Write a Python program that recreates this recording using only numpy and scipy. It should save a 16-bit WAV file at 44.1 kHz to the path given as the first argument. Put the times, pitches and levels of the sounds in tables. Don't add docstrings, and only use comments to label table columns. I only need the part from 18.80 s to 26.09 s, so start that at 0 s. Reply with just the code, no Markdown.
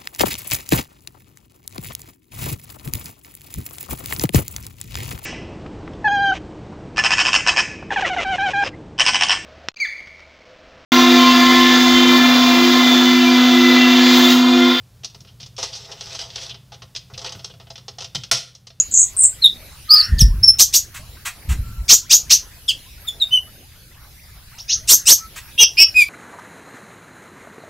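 import sys
import numpy as np
from scipy import signal
from scipy.fft import rfft, irfft, next_fast_len
from scipy.io import wavfile
from scipy.ndimage import uniform_filter1d, map_coordinates

SR = 44100
rng = np.random.default_rng(int(sys.argv[2]) if len(sys.argv) > 2 else 0)


def transcribe(signal):
    frames = np.atleast_2d(signal).T
    limited = np.clip(frames, -1, 1)
    pcm = np.round(limited * 32767).astype(np.int16)
    wavfile.write(sys.argv[1], SR, pcm)


N = 321472

# (frequency_hz, density_db per Hz)
RASP_SPECTRUM = [(1500, -26), (2800, -2.5), (3600, 7), (4900, -7), (6500, -11.5), (9500, 0), (11500, -5.5),
                 (14300, -4.5), (15500, -24)]


def amp(db):
    return 10 ** (np.asarray(db) / 20)


def unit(x):
    return x / np.sqrt(np.mean(x ** 2) + 1e-20)


def along(points, hz):
    f, v = np.transpose(points)
    return np.interp(np.log(np.abs(hz) + 1), np.log(f + 1), v)


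def filtered(x, response):
    n = x.shape[-1]
    m = next_fast_len(n + 2048)
    return irfft(rfft(x, m) * response(np.fft.rfftfreq(m, 1 / SR)), m)[..., :n]


def coloured(x, spectrum):
    return filtered(x, lambda hz: amp(along(spectrum, hz)))


def noise(spectrum, size=N):
    return unit(coloured(rng.standard_normal(size), spectrum))


def wobble(t, rate):
    return map_coordinates(rng.standard_normal(1024), [t * rate], mode="wrap")


def cycle(hz):
    return 2 * np.pi * np.cumsum(hz) / SR


def partial(hz, phase):
    return np.sin(phase) * np.clip((SR * .45 - hz) / 2000, 0, 1)


def arc(length, start_hz, middle_hz, end_hz):
    t = np.arange(int(length * SR)) / SR
    u = t / length
    bend = middle_hz - (start_hz + end_hz) / 2
    return t, start_hz + (end_hz - start_hz) * u + bend * (1 - (2 * u - 1) ** 2)


def envelope(t, attack, release, depth_db):
    shortfall = np.maximum(1 - t / attack, 0) + np.maximum(1 - (t[-1] - t) / release, 0)
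    return amp(-depth_db * shortfall)


def add(track, s, note, edge=0.00067):
    k = np.arange(len(note))
    fade = np.clip(np.minimum(k, k[::-1]) / (edge * SR), 0, 1)
    note = note * np.sin(np.pi / 2 * fade) ** 2
    part = track[max(0, round(s * SR)):][:len(note)]
    part += note[:len(part)]


def patchy(x, patchy_db=4.0):
    z = signal.stft(x, nperseg=512)[2]
    across_pitch = uniform_filter1d(rng.standard_normal(z.shape), size=7, axis=0)
    field = uniform_filter1d(across_pitch, size=14, axis=1)
    return unit(signal.istft(z * amp(patchy_db * unit(field)), nperseg=512)[1][:N])


def air():
    # (time_s, level_db)
    hiss_level = [(0, -45.5), (2.1, -48), (4.5, -47), (5.1, -51), (6.2, -46.5), (7.29, -45.5)]
    # (frequency_hz, density_db per Hz)
    middle_spectrum = [(100, -7.5), (250, -4), (500, -7), (1000, -10), (2000, -9), (5000, -8.5),
                       (8000, -17), (11000, -8.5), (15500, -15.5)]
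    # (frequency_hz, density_db per Hz)
    side_spectrum = [(40, 3.5), (150, -4), (400, -19.5), (1200, -11.5), (5000, -8), (8000, -14.5),
                     (15500, -7.5)]
    gain = amp(np.interp(np.arange(N) / SR, *np.transpose(hiss_level)))
    middle = amp(0.5) * gain * patchy(noise(middle_spectrum))
    side = amp(-0.5) * gain * noise(side_spectrum)
    return middle + np.array([side, -side])


def gusts(rise_db_per_s=297, draught_db=-46):
    # (peak_s, rumble_db, fall_db per s)
    gust_rows = [(1.33, -18.5, 80.5), (1.43, -17.5, 63.5), (2.2, -36.5, 66), (2.71, -21, 66),
                 (3.0, -35, 101), (3.46, -37, 90), (5.96, -39, 39)]
    t = np.arange(N) / SR
    power = amp(draught_db) ** 2
    for s, db, fall_db in gust_rows:
        drop_db = np.maximum(rise_db_per_s * (s - t), fall_db * (t - s))
        power = power + amp(db - drop_db) ** 2
    return np.sqrt(power)


def wind(unrest=0.066):
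    # (frequency_hz, density_db per Hz)
    rumble_spectrum = [(15, -12), (35, -7), (60, -2.5), (120, -8.5), (200, -21), (400, -39), (1200, -64.5)]
    # (centre_s, half-width_s of the bell-shaped swell at 1/e, pitch_hz, peak_db)
    eddies = [(1.336, 0.01, 79.6, -6), (1.36, 0.027, 48.5, -12), (1.423, 0.0048, 113, -0.5),
              (1.448, 0.024, 50.7, -0.5), (1.513, 0.026, 41.6, -9.5), (1.579, 0.021, 54.7, -17),
              (2.715, 0.0185, 65, -8), (2.798, 0.01, 88, -16), (2.818, 0.019, 49, -16.5),
              (3.007, 0.023, 52, -17.5)]
    out = gusts() * noise(rumble_spectrum)
    for s, length, hz, db in eddies:
        t = np.arange(int(6 * length * SR)) / SR
        lead = t[-1] / 2
        phase = cycle(hz * np.exp(unrest * wobble(t, 110)))
        swing = -np.cos(phase - phase[len(t) // 2])
        bell = np.exp(-((t - lead) / length) ** 2)
        add(out, s - lead, amp(db) * swing * bell)
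    return out


def trickle(count=220, pitch_hz=1450):
    out = np.zeros(N)
    for when, (spread, size, speed) in zip(rng.random(count), rng.standard_normal((count, 3))):
        hz = pitch_hz * np.exp(.36 * spread)
        u = np.linspace(0, 1, int(34 / hz * SR))
        rise = .22 * np.exp(.5 * speed)
        ring = np.sin(cycle(hz * (1 + rise * u)))
        add(out, when * N / SR, amp(-52.5 + 3 * size - 7 * u) * ring, edge=.004)
    return out


def far_bird():
    # (start_s, length_s, pitch_hz, level_db before the mix, scatter as a share of the pitch)
    calls = [(1.078, 0.075, 1248, -30.5, .008), (1.14, 0.31, 1800, -48.5, 0.042),
             (1.13, 0.18, 1650, -45.5, .13), (1.1, 0.16, 2650, -45.5, 0.11),
             (2.82, 0.19, 1350, -53.5, 0.012), (6.38, 0.076, 1315, -46.5, 0.0087)]
    out = np.zeros(N)
    for s, length, hz, db, scatter in calls:
        t = np.arange(int(length * SR)) / SR
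        pitch_hz = hz * (1 + scatter * wobble(t, 500))
        add(out, s, amp(db) * np.sin(cycle(pitch_hz)), edge=0.017)
    return out


def walls(x):
    # (delay_s, level_db)
    echoes = [(.0055, -13.5), (.0092, -12.5), (0.0135, -18.5), (0.0189, -14)]
    out = x
    for delay, db in echoes:
        out = out + amp(db) * np.pad(x, (round(abs(delay) * SR), 0))[:N]
    return out


def yard(x, t60_scale=0.79):
    # (frequency_hz, t60_s)
    decay_times = [(300, 0.18), (2500, 0.24), (7000, 0.22), (14000, 0.18)]
    hz, t, z = signal.stft(rng.standard_normal(SR // 2), SR, nperseg=256)
    t60 = t60_scale * along(decay_times, hz)[:, None]
    tail = signal.istft(z * amp(-60 * t / t60), SR, nperseg=256)[1]
    response = np.pad(tail / np.linalg.norm(tail), (round(.004 * SR), 0))
    return signal.fftconvolve(x, response)[:N]


def hisses():
    # (start_s, length_s, level_db)
    hiss_rows = [(2.138, 0.049, -35.5), (2.448, 0.044, -25.5), (2.685, 0.056, -31.5), (6.554, 0.043, -34.5)]
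    # (frequency_hz, density_db per Hz)
    hiss_spectrum = [(400, -27), (950, -3), (2500, 0.5), (5000, -9), (7600, -1.5), (10500, -12),
                     (15500, -11)]
    gate = np.zeros(N)
    for s, length, db in hiss_rows:
        add(gate, s, np.full(int(length * SR), amp(db)), edge=0.012)
    return gate * noise(hiss_spectrum)


def buzzes(swing_hz=750, flutter_rate=1200, flutter_db=6.0):
    # (start_s, length_s, start_hz, middle_hz, end_hz, level_db, attack_s, release_s)
    buzz_rows = [ (0.111, .024, 7310, 7390, 7330, -23, .002, .002),
                 (0.134, .117, 6760, 7230, 7310, -8.5, 0.0052, .024),
                 (0.366, .113, 8800, 8195, 8050, -7, 0.05, 0.021)]
    # (frequency_hz, gain_db)
    buzz_band = [(4500, -34.5), (5500, -14), (6100, -4), (8800, -0.5), (9500, -12), (10500, -29)]
    out = np.zeros(N)
    for s, length, start_hz, middle_hz, end_hz, db, attack, release in buzz_rows:
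        t, hz = arc(length, start_hz, middle_hz, end_hz)
        phase = cycle(hz + swing_hz * np.tanh(wobble(t, flutter_rate)))
        strength = amp(db + flutter_db * wobble(t, flutter_rate))
        add(out, s, strength * envelope(t, attack, release, depth_db=15) * np.sin(phase))
    return coloured(out, buzz_band)


def duets(waver=0.0057, double_db=-4, top_db=-26, rasp_db=-23):
    # (start_s, length_s, lower voice's start_hz, middle_hz, end_hz,
    # upper/lower pitch ratio, level_db, attack_s, release_s, upper voice_db, scatter as a share of the pitch,
    # octave band at the start_db, at the end_db)
    duet_rows = [ (3.880, .038, 3600, 3052, 2584, 1.55, -8.5, .009, 0.024, -9, .017, -20.5, -10.5),
                 (6.778, .065, 2663, 2866, 2512, 1.16, -6, 0.019, .012, -1, .007, -18.5, 14),
                 (6.970, .073, 2368, 2578, 2562, 1.125, -9, 0.017, 0.014, -5, 0.011, -4, 13)]
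    out = np.zeros(N)
    for (s, length, start_hz, middle_hz, end_hz, interval, db, attack, release,
         upper_db, rough, first_db, last_db) in duet_rows:
        t, low_hz = arc(length, start_hz, middle_hz, end_hz)
        octave_db = np.linspace(first_db, last_db, len(t))
        a, b = (cycle(hz * (1 + waver * wobble(t, 700) + rough * wobble(t, 1500)))
                for hz in (low_hz, interval * low_hz))
        voices = np.sin(a) + amp(upper_db) * (np.sin(b) + amp(-10.5) * np.sin(2 * b - a))
        sums = np.sin(a + b) + amp(double_db) * np.sin(2 * a) + amp(-10.5) * np.sin(2 * a + a - b)
        top = np.sin(2 * a + b) + np.sin(2 * (a + b))
        rasp = amp(rasp_db) * noise(RASP_SPECTRUM, size=len(t))
        tone = voices + amp(octave_db) * sums + amp(top_db) * top + rasp
        add(out, s, amp(db) * envelope(t, attack, release, depth_db=18) * tone)
    return out


def chips(steep=6.5, swell=0.29, onset_db=26, rasp_rate=1800, octave_db=-3, third_db=-8, throb_hz=1150,
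          turbulence_db=-10):
    # (start_s, length_s, start_hz, end_hz, mid-glide as a share of the length,
    # level_db before a common trim, rasp 0-1, treble_db)
    chip_rows = [ (1.784, .045, 2565, 6555, 0.58, 5.5, 0.8, 2),
                 (1.927, 0.049, 2328, 6790, 0.61, 2, .75, 1.5),
                 (3.081, 0.065, 2246, 7414, 0.62, 10, 0.6, -4.5),
                 (3.295, .061, 2270, 7030, .6, 8.5, 0.4, -3.5),
                 (3.495, .048, 2236, 6466, 0.64, 7.5, .55, -4),
                 (5.774, .038, 2204, 5700, 0.55, -18.5, 0.13, -42),
                 (5.879, 0.069, 2468, 6500, .72, -1.5, 0.4, -36.5),
                 (6.074, .074, 2589, 6545, .6, 6, 0.5, 6), (6.255, .077, 2534, 6600, .68, 8.5, 0.3, 4.5)]
    # (frequency_hz, gain_db)
    beak_response = [(700, -46), (1800, -18.5), (2600, -21), (4000, -15.5), (6000, -7), (7200, -10.5),
                     (8500, -11), (10500, -16), (14000, -2), (16000, -14.5)]
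    jitter_start, jitter_top, flutter_db = .13, .03, 4
    out = np.zeros(N)
    for s, length, start_hz, end_hz, middle, db, rasp, treble_db in chip_rows:
        t = np.arange(int(length * SR)) / SR
        u = t / length
        glide = 1 / (1 + np.exp(-steep * (u - middle)))
        glide = (glide - glide[0]) / (glide[-1] - glide[0])
        rough = rasp * (1 - 0.63 * glide)
        jitter = jitter_top + (jitter_start - jitter_top) * (1 - glide) ** 4
        hz = (start_hz + (end_hz - start_hz) * glide) * (1 + jitter * rough * wobble(t, rasp_rate))
        phase = cycle(hz)
        throb = cycle(throb_hz * (1 + .1 * wobble(t, 199.8)))
        depth = np.minimum(1.4 * rasp, 1) * (1 - glide ** 6)
        sidebands = np.exp(1j * throb) + .6 * glide * np.exp(-1j * throb) + .4 * np.exp(2j * throb)
        chop = 1 + depth * sidebands
        stack = enumerate([0, octave_db - 10 * glide, third_db - 13 * glide], 1)
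        voice = sum(amp(k_db) * partial(k * hz, k * phase + np.angle(chop)) for k, k_db in stack)
        flutter = amp(flutter_db * rough * wobble(t, rasp_rate))
        turbulence = amp(turbulence_db) * rough * rng.standard_normal(len(t))
        source = np.abs(chop) * voice * flutter + turbulence
        effort = amp(db - 2.5 - onset_db * np.maximum(1 - u / swell, 0))
        add(out, s, coloured(effort * source, [(6700, 0.003), (7400, treble_db)]))
    return coloured(out, beak_response)


def whistles(waver=.004, blur=.3, vibrato_hz=143, shimmer_db_per_vibrato=40, doubling_db=3):
    # (start_s, length_s, start_hz, middle_hz, end_hz,
    # level_db, attack_s, release_s, vibrato as a share of the pitch, overtones_db, rasp_db)
    whistle_rows = [ (0, 0.017, 6470, 7000, 7250, -0.5, 0.00058, 0.016, .02, -26, -48.5),
                    (0.616, .026, 4146, 4100, 3937, -13, .01, .003, .024, -6, -41.5),
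                    (.638, 0.047, 3934, 3674, 3930, 0, .005, 0.022, .024, -10, -38.5),
                    (1.091, 0.076, 4210, 4916, 4810, -1.5, 0.018, 0.016, .029, -6.5, -40),
                    (1.16, 0.06, 4330, 4650, 4164, -7.5, .004, .006, .029, -6.5, -35),
                    (1.22, .038, 4876, 5280, 5510, -21, .004, 0.0022, .025, 0, -31.5),
                    (1.382, 0.016, 5430, 4234, 2765, -21, 0.0024, 0.0022, .009, 0.5, -13),
                    (1.391, .015, 6540, 6310, 5970, -18.5, 0.00091, .003, .004, 7, -17.5),
                    (1.402, .023, 5880, 5457, 4474, -4, .006, .008, .004, 4, -19),
                    (1.628, 0.025, 4990, 5433, 5340, -3.5, 0.0075, 0.0034, .004, -0.5, -54),
                    (1.67, .032, 5194, 5322, 5396, 2, 0.012, 0.0062, .003, 5, -48),
                    (4.269, 0.028, 3760, 3578, 3280, -14.5, 0.018, 0.0087, .006, 11, -29),
                    (4.4, 0.045, 4134, 3744, 3576, -5.5, 0.025, 0.018, .008, -3.5, -55),
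                    (4.508, .074, 2930, 3056, 2886, -10.5, 0.02, .005, .002, 2.5, -53.5),
                    (7.143, .106, 2470, 2472, 2183, -5.5, 0.026, .024, 0.0036, 8, -28.5)]
    # (multiple of the pitch, level_db)
    overtone_rows = [(2, -23), (3, -29.5), (4, -36), (5, -41), (6, -46)]
    # (frequency_hz, gain_db)
    overtone_band = [(5000, -2.5), (9000, -1), (12500, -0.5), (14300, 6.5), (15800, 2)]
    out = np.zeros(N)
    for (s, length, start_hz, middle_hz, end_hz, db, attack, release,
         vibrato, overtone_db, rasp_db) in whistle_rows:
        t, hz = arc(length, start_hz, middle_hz, end_hz)
        tremble = np.sin(2 * np.pi * vibrato_hz * t) + .5 * wobble(t, 600)
        hz = hz * (1 + vibrato * tremble + waver * wobble(t, 349.6))
        phase = cycle(hz)
        overtones = sum(amp(k_db) * partial(round(k) * hz, round(k) * phase + blur * wobble(t, 900))
                        for k, k_db in overtone_rows)
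        halves = sum(partial((k + .5) * hz, (k + .5) * phase + wobble(t, 300)) for k in range(1, 6))
        rasp = noise(RASP_SPECTRUM, size=len(t)) + amp(doubling_db) * halves / 2
        rasp = rasp * 2 * t / length
        tone = np.sin(phase) + amp(overtone_db) * coloured(overtones, overtone_band) + amp(rasp_db) * rasp
        strength = amp(db + shimmer_db_per_vibrato * vibrato * wobble(t, 270))
        add(out, s, strength * envelope(t, attack, release, depth_db=25) * tone)
    return out


def scene():
    far = far_bird()
    distant = 0.7 * far + amp(7) * yard(far, t60_scale=1.2)
    surroundings = distant + trickle() + wind() + air()
    pure = whistles() + duets()
    harsh = chips() + buzzes() + hisses()
    song = walls(pure + harsh) + amp(-8.5) * yard(pure) + amp(-5.5) * yard(harsh)
    return song + surroundings


def record(dry, top=0.94, hardness=7, top_hz=15750):
    limited = dry / (1 + np.abs(dry / top) ** hardness) ** (1 / hardness)
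    return filtered(limited, lambda hz: hz < top_hz)


dry = scene()
out = record(dry)
transcribe(out)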